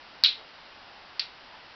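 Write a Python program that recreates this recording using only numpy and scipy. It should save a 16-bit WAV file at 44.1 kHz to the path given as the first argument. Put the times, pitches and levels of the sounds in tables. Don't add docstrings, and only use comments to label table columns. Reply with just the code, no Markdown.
import sys
import numpy as np
from scipy import signal
from scipy.fft import rfft, irfft
from scipy.io import wavfile

SR = 44100
rng = np.random.default_rng(int(sys.argv[2]) if len(sys.argv) > 2 else 0)


def master(y):
    cut = np.clip(np.atleast_2d(y).T, -1, 1)
    pcm = np.round(cut * 32767)
    wavfile.write(sys.argv[1], SR, pcm.astype(np.int16))


N = 77175


def amp(db):
    return 10 ** (np.asarray(db) / 20)


def level_at(spectrum, hz):
    points_hz, db = np.transpose(spectrum)
    return np.interp(np.log(hz + 1), np.log(points_hz + 1), db)


def bins():
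    return np.fft.rfftfreq(N, 1 / SR)


def since(start):
    return np.arange(N) / SR - start


def bell(x):
    return np.exp(-.5 * x ** 2)


def decay(t, t60):
    return np.exp(-np.log(1000) * t / t60)


def noise(gain):
    shaped = irfft(rfft(rng.standard_normal(N)) * gain, N)
    return shaped / np.sqrt(np.mean(shaped ** 2) + 1e-20)


# frequency in Hz, relative spectral density in dB.
HISS_SPECTRUM = [(20, -10), (60, -8.5), (150, -11), (260, -6.5), (420, -8), (560, -4.5), (880, -1),
                 (1150, -3), (1500, -3), (2400, -6.5), (2900, -5), (3500, -8), (5000, -9), (5500, -16),
                 (6000, -15)]


def hiss(db=-48.5):
    return amp(db) * noise(amp(level_at(HISS_SPECTRUM, bins())))


# frequency in Hz, relative level in dB.
CRACK_SPECTRUM = [(200, -14), (700, -11), (1000, -3), (1400, -3.5), (1900, -0.5), (2500, -4), (3300, 3.5),
                  (4500, 11), (6000, 7)]


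def crack(start, db, low_hz):
    t = since(start)
    low_cut = (1 - bell(bins() / low_hz)) ** 2
    burst = noise(amp(level_at(CRACK_SPECTRUM, bins())) * low_cut)
    return amp(db) * burst * (t > 0) * decay(abs(t), t60=0.019)


# frequency in Hz, gain in dB at full focus.
SNAP_BAND = [(200, -7.5), (900, -5.5), (1900, -6), (2700, -2), (3400, 1.5), (4050, 5), (4600, -3),
             (5400, -9), (6000, -10)]
# frequency in Hz, relative level in dB, t60 in seconds.
WHEEL_MODES = [(1395, -15.5, 0.17), (1884, -4.5, .2), (2094, -10.5, 0.57), (2402, -2.5, 0.25),
               (2703, -2, 0.25), (3280, -12, 0.14), (3352, -3.5, 0.2), (3370, -10, 0.36),
               (3805, -5.5, 0.38), (4050, -3, .19), (4220, 1, 0.16), (4500, 3.5, 0.18), (4660, -5.5, .17),
               (5370, -6, 0.22)]


def wheel_ring(start, db, focus):
    t = np.maximum(since(start), 0)
    ring = np.zeros(N)
    for (hz, mode_db, t60), phase in zip(WHEEL_MODES, rng.random(len(WHEEL_MODES))):
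        gain = amp(mode_db + focus * level_at(SNAP_BAND, hz))
        ring += gain * decay(t, t60) * np.sin(2 * np.pi * (hz * t + phase))
    return amp(db) * ring * (t > 0)


# frequency in Hz, relative level in dB.
SLIP_SPECTRUM = [(200, -49.5), (700, -47), (1100, -21), (1500, -10), (2000, -14), (2600, -3), (3400, -2),
                 (4500, 0), (5200, -5), (6000, -8.5)]


def room_tail(start, db, build_s, t60, focus):
    t = np.maximum(since(start), 0)
    colour = amp(level_at(SLIP_SPECTRUM, bins()) + focus * level_at(SNAP_BAND, bins()))
    build_up = 1 - np.exp(-t / build_s)
    return amp(db) * noise(colour) * build_up * decay(t, t60)


def pulse(start, db, hz, half_s):
    t = since(start)
    return amp(db) * bell(t / half_s) * np.cos(2 * np.pi * hz * t)


# time in seconds, peak level in dB, pitch in Hz.
RIM_KNOCK = (0.2379, -20, 1560)


def rim_knock():
    return pulse(*RIM_KNOCK, half_s=.0003)


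# time in seconds, peak in dB, pitch in Hz, half length in seconds.
SPOKE_TICKS = [(0.2381, -1.5, 4380, 0.00032), (1.1954, -13, 4140, 0.00011), (1.1963, -19, 3650, 0.00017),
               (1.1972, -18, 4330, 0.00045), (1.1984, -18, 4930, 0.0002), (1.1996, -15.5, 4640, 0.00054)]


def spoke_ticks():
    return sum(pulse(*row) for row in SPOKE_TICKS)


# delay in seconds, relative level in dB, pitch in Hz.
WALL_ECHOES = [(.0079, -22, 3900), (.0092, -4, 3700), (.0113, -1.5, 4000), (.0138, -15.5, 3800),
               (0.0243, -3.5, 4100), (.025, -8, 3900), (.0665, -21, 4000)]


def wall_echoes(start, db):
    return sum(pulse(start + delay, db + wall_db, hz, half_s=.0004) for delay, wall_db, hz in WALL_ECHOES)


# time in seconds, level in dB, pitch in Hz, half length in seconds,
# width in octaves.
RUBS = [(0.413, -52.5, 600, 0.029, 0.62), (0.888, -60.5, 787, 0.098, .2), (1.545, -52, 933, 0.019, 0.12)]


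def rub(peak_s, db, hz, half_s, octaves):
    band = bell(np.log2((bins() + 1) / hz) / octaves)
    return amp(db) * bell(since(peak_s) / half_s) * noise(band)


# start in seconds, crack level in dB, crack low cut in Hz,
# ring and tail levels in dB, tail build-up and t60 in seconds, echo level in dB,
# focus on the spoke's main band from 0 to 1.
CLICKS = [(0.2373, -15.5, 705, -30, -14, 0.0052, 0.24, -5.5, 1.0),
          (1.1950, -24, 1300, -38.5, -28.5, 0.00055, 0.2, -28, 0.36)]


def scene():
    mix = hiss() + sum(rub(*row) for row in RUBS) + rim_knock() + spoke_ticks()
    for start, crack_db, low_hz, ring_db, tail_db, build_s, t60, echo_db, focus in CLICKS:
        mix += crack(start, crack_db, low_hz) + wheel_ring(start, ring_db, focus)
        mix += room_tail(start, tail_db, build_s, t60, focus) + wall_echoes(start, echo_db)
    return mix[None]


def record(dry):
    top_hz, slope_hz, overload, edge_hz = 5776, 520, 0.74, 16600
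    response = 1 / (1 + np.exp(np.clip(4 * (bins() - top_hz) / slope_hz, -20, 20)))
    clipped = np.clip(irfft(rfft(dry) * response, N), -overload, overload)
    low_pass = signal.firwin(511, edge_hz, window=("kaiser", 9), fs=SR)
    return signal.oaconvolve(clipped, low_pass[None], "same")


dry = scene()
out = record(dry)
master(out)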